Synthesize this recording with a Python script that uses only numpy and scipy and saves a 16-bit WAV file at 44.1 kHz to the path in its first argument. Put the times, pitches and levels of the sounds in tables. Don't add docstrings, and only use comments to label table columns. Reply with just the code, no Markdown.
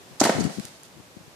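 import sys
import numpy as np
from scipy import signal
from scipy.fft import rfft, irfft
from scipy.io import wavfile

SR = 44100
rng = np.random.default_rng(int(sys.argv[2]) if len(sys.argv) > 2 else 0)


def dump(signal):
    limited = np.clip(np.atleast_2d(signal).T, -1, 1)
    pcm = np.round(limited * 32767).astype(np.int16)
    wavfile.write(sys.argv[1], SR, pcm)


N = 59535
T = np.arange(N) / SR

# start in seconds, thud in dB, knock in dB, pitch ratio, slap in dB, grit in dB.
BOOT_BLOWS = [(0.2135, -10.5, -12.5, 0.91, -19, -30.5), (.2165, -8.5, -14, 1.0, -17.5, -29),
              (.2332, -21.5, -24, 1.1, -21.5, -26.5), (.2384, -18.5, -26, .95, -23.5, -21),
              (.2519, -14, -19.5, 1.0, -19, -23), (.2579, -22, -18, 1.2, -20, -43),
              (.2611, -17, -16, 1.08, -23.5, -36.5), (.2698, -18, -18.5, 1.12, -28, -31.5),
              (.2932, -23, -22.5, 1.0, -17, -30.5), (0.2953, -13.5, -20.5, 1.02, -28, -44),
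              (.2990, -14.5, -27.5, 0.82, -38, -43)]
# frequency in Hz at pitch ratio 1, level in dB, T60 in seconds.
EARTH_MODES = [(216, -8.5, 0.05), (286, 1, .025), (434, -4, 0.019)]
SOLE_MODES = [(634, 0.5, 0.035), (821, -3.5, 0.04), (1303, -18.5, 0.088), (1490, -15.5, 0.043)]
# frequency in Hz, relative level in dB.
SLAP_SPECTRUM = [(100, -12), (220, -2), (480, 2.5), (680, 0), (950, -4.5), (1200, -7), (2000, -8),
                 (3000, -23), (8000, -48.5)]
GRIT_SPECTRUM = [(200, -10), (900, -1.5), (2400, -3.5), (4000, 0.5), (6300, -1.5), (8000, -2.5),
                 (10500, -6.5), (15000, -21)]
GRIT_WIDTH = 0.95


def boots(slap_t60_s=0.054, grit_t60_s=0.099, grain_spread_db=2.5, grain_samples=16):
    thud = slap_power = grit_power = 0
    for start, thud_db, knock_db, pitch, slap_db, grit_db in BOOT_BLOWS:
        thud += amp(thud_db) * ring(EARTH_MODES, start, pitch)
        thud += amp(knock_db) * ring(SOLE_MODES, start, pitch)
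        slap_power += (amp(slap_db) * fade(start, slap_t60_s)) ** 2
        grit_power += (amp(grit_db) * fade(start, grit_t60_s)) ** 2
    grain_db = grain_spread_db * rng.standard_normal(N // grain_samples + 1)
    grains = amp(np.repeat(grain_db, grain_samples)[:N])
    crunch = np.sqrt(grit_power / np.mean(grains ** 2)) * grains * stereo_noise(GRIT_WIDTH) * pan(1)
    slap = colour(np.sqrt(slap_power) * stereo_noise(width=0.32), SLAP_SPECTRUM)
    return highpass(thud + slap, hz=168) + colour(crunch, GRIT_SPECTRUM)


# start in seconds, length in seconds, level in dB.
SOLE_SKIMS = [(0.1973, 0.02, -23.5), (0.203, 0.0046, -19), (0.2134, 0.002, -24)]
# start in seconds, level in dB.
PEBBLE_CRACKS = [(0.2022, -3), (0.2045, -5), (.2110, -6), (0.2506, -14), (0.2533, -10)]
# frequency in Hz, relative level in dB.
SCUFF_SPECTRUM = [(200, -13), (900, -9), (2600, -17), (3900, -7.5), (6200, 0.5), (7800, -3), (9500, -15),
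                  (15000, -27.5)]


def scuffs():
    push = sum(amp(db) * swell(start, length) for start, length, db in SOLE_SKIMS)
    cracks = sum(amp(db) * snap(start) for start, db in PEBBLE_CRACKS)
    return colour(push * stereo_noise(GRIT_WIDTH) + cracks, SCUFF_SPECTRUM) * pan(-5)


# start in seconds, level in dB, low cutoff in Hz.
FITTING_CLICKS = [(.2389, -13.5, 1500), (.2416, -15.5, 2950), (.4006, -28, 5500), (.5980, -29.5, 2500),
                  (.6530, -25, 4600), (.8338, -33, 6540)]
# frequency in Hz, relative level in dB.
CLICK_SPECTRUM = [(500, -17), (1500, 5), (3000, -4), (5000, -2), (6500, -2.5), (9700, -2), (11500, -8),
                  (15000, -21)]
RIFLE_PAN_DB = -2.5


def rifles(snap_db=13.5, click_t60_s=0.004, rattle_db=-18.5, rattle_t60_s=0.037):
    noise = stereo_noise(width=0.99)
    ticks = 0
    for start, db, low_hz in FITTING_CLICKS:
        decay = fade(start, click_t60_s) + amp(rattle_db) * fade(start, rattle_t60_s)
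        ticks += amp(db) * highpass(amp(snap_db) * snap(start) + noise * decay, low_hz)
    return colour(ticks, CLICK_SPECTRUM) * pan(RIFLE_PAN_DB)


# start in seconds, length in seconds, level in dB.
CLOTH_RUBS = [(0.49, 0.1, -45), (0.58, 0.12, -47.5), (0.833, .04, -54.5)]


def sleeves():
    rub = sum(amp(db) * swell(start, length) for start, length, db in CLOTH_RUBS)
    return colour(rub * stereo_noise(GRIT_WIDTH) * pan(RIFLE_PAN_DB), GRIT_SPECTRUM)


# frequency in Hz, tail level in dB, T60 in seconds.
YARD_TAIL = [(90, -19, 1), (250, -8, 0.88), (604, -7, 0.72), (1220, -3.5, 0.72), (2580, -1, 0.76),
             (6100, -6.5, 0.78), (13000, -11, 0.91)]


def yard(dry, build_s=0.0065, echo_delay_s=0.2, echo_t60_s=0.033, echo_db=-16):
    spectrum = rfft(diffuse_noise())
    hz = np.arange(1, N // 2 + 2) * SR / N
    tail = 0
    for centre_hz in 62.5 * 2 ** np.arange(9):
        octave = irfft(spectrum * np.maximum(1 - abs(np.log2(hz / centre_hz)), 0), N)
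        t60_s = lookup(YARD_TAIL, centre_hz, column=2)
        decay = fade(0, t60_s) * (1 - np.exp(-T / build_s))
        tail += amp(lookup(YARD_TAIL, centre_hz)) * octave * decay / np.linalg.norm(decay)
    smear = fade(echo_delay_s, echo_t60_s)
    echo = amp(echo_db) * diffuse_noise() * smear / np.linalg.norm(smear)
    return signal.fftconvolve(dry, tail + echo, axes=1)[:, :N]


# start in seconds, length in seconds, level in dB, centre frequency in Hz.
AIR_PUFFS = [(0.107, 0.037, -42.5, 126.2), (0.341, .04, -23, 145), (0.375, 0.036, -18.5, 189.4),
             (0.394, 0.042, -20, 150), (0.433, 0.0197, -25.5, 165), (0.447, 0.00825, -14, 203.3),
             (0.455, 0.0252, -22, 190.1), (0.478, 0.043, -34, 170), (0.568, 0.026, -33, 146.6),
             (.582, 0.0092, -18, 169.5), (0.59, 0.017, -24, 194.5), (0.642, .016, -38, 115),
             (0.926, 0.093, -48, 160), (0.998, 0.011, -35, 129.3), (1.165, 0.011, -33, 165),
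             (1.2, 0.019, -40, 156), (1.272, 0.01, -39.5, 137)]


def puffs(wander_hz=217, spread_octaves=0.55, flicker_db=3.5, right_db=-28.5):
    warped_s = np.cumsum(2 ** (spread_octaves * wander(wander_hz)), axis=1) / SR
    flutter = sum(amp(db) * tone(swell(start, length), hz * warped_s)
                  for start, length, db, hz in AIR_PUFFS)
    flicker = amp(flicker_db * wander(wander_hz))
    return lowpass(np.sqrt(2) * flutter * flicker, hz=500) * amp([[0], [right_db]])


# frequency in Hz, relative level in dB.
HUSH_SPECTRUM = [(18, -48), (30, -27), (43, -3), (102, 2), (222, -5.5), (426, -6), (774, -9), (1440, -13),
                 (6530, -18.5), (13900, -27.5), (15000, -30)]
# time in seconds, level in dB.
HUSH_LEVELS = [(0, -48), (.18, -47.5), (.9, -50), (1.35, -49.5)]


def hush():
    times_s, levels_db = np.array(HUSH_LEVELS).T
    return colour(diffuse_noise(), HUSH_SPECTRUM) * amp(np.interp(T, times_s, levels_db))


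# frequency in Hz, side-to-mid ratio in dB.
DIFFUSE_WIDTH = [(100, -2), (300, -11), (700, -4.5), (1400, 0.5), (12000, -1)]


def diffuse_noise():
    mid, side = rfft(rng.standard_normal((2, N)))
    width = amp(lookup(DIFFUSE_WIDTH, np.arange(len(mid)) * SR / N))
    return irfft(np.array([mid + width * side, mid - width * side]) / np.hypot(1, width), N)


def stereo_noise(width):
    mid, side = rng.standard_normal((2, N))
    return np.array([mid + width * side, mid - width * side]) / np.hypot(1, width)


def wander(hz):
    drift = lowpass(rng.standard_normal((2, N)), hz)
    return drift / drift.std()


def snap(start, left_lag_s=0.00004):
    age_samples = (T - start - np.array([[left_lag_s], [0]])) * SR
    return np.sinc(age_samples) * np.exp(-(age_samples / 8) ** 2)


def ring(modes, start, pitch):
    return sum(amp(db) * tone(fade(start, t60), hz * pitch * (T - start)) for hz, db, t60 in modes)


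def tone(envelope, cycles):
    return envelope * np.sin(2 * np.pi * cycles)


def fade(start, t60_s):
    envelope = np.zeros(N)
    live = slice(*np.searchsorted(T, [start, start + 2 * t60_s]))
    envelope[live] = np.exp(-np.log(1000) * (T[live] - start) / t60_s)
    return envelope


def swell(start, length_s):
    envelope = np.zeros(N)
    live = slice(*np.searchsorted(T, [start, start + length_s]))
    envelope[live] = np.sqrt(abs(np.sin(np.pi * (T[live] - start) / length_s)))
    return envelope


def colour(x, spectrum):
    gain = amp(lookup(spectrum, np.arange(N + 1) * SR / (2 * N)))
    cepstrum = irfft(np.log(gain / np.sqrt(np.mean(gain ** 2))))
    cepstrum[1:N] *= 2
    cepstrum[N + 1:] = 0
    return irfft(rfft(x, 2 * N) * np.exp(rfft(cepstrum)))[..., :N]


def highpass(x, hz):
    return signal.sosfilt(signal.butter(2, hz, "high", fs=SR, output="sos"), x + 1e-18)


def lowpass(x, hz):
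    return signal.sosfilt(signal.butter(4, hz, fs=SR, output="sos"), x + 1e-18)


def lookup(table, hz, column=1):
    rows = np.array(table, float)
    return np.interp(np.log(hz + 1e-9), np.log(rows[:, 0]), rows[:, column])


def pan(db):
    return amp([[db / 2], [-db / 2]])


def amp(db):
    return 10 ** (np.asarray(db) / 20)


def scene():
    squad = boots() + scuffs() + rifles() + sleeves()
    return squad + yard(squad) + puffs() + hush()


def record(dry):
    low_cut_hz, top_hz = 128, 14600
    top_cut = signal.ellip(8, 0.2, 70, top_hz, fs=SR, output="sos")
    return signal.sosfilt(top_cut, highpass(dry, low_cut_hz))


dry = scene()
out = record(dry)
dump(out)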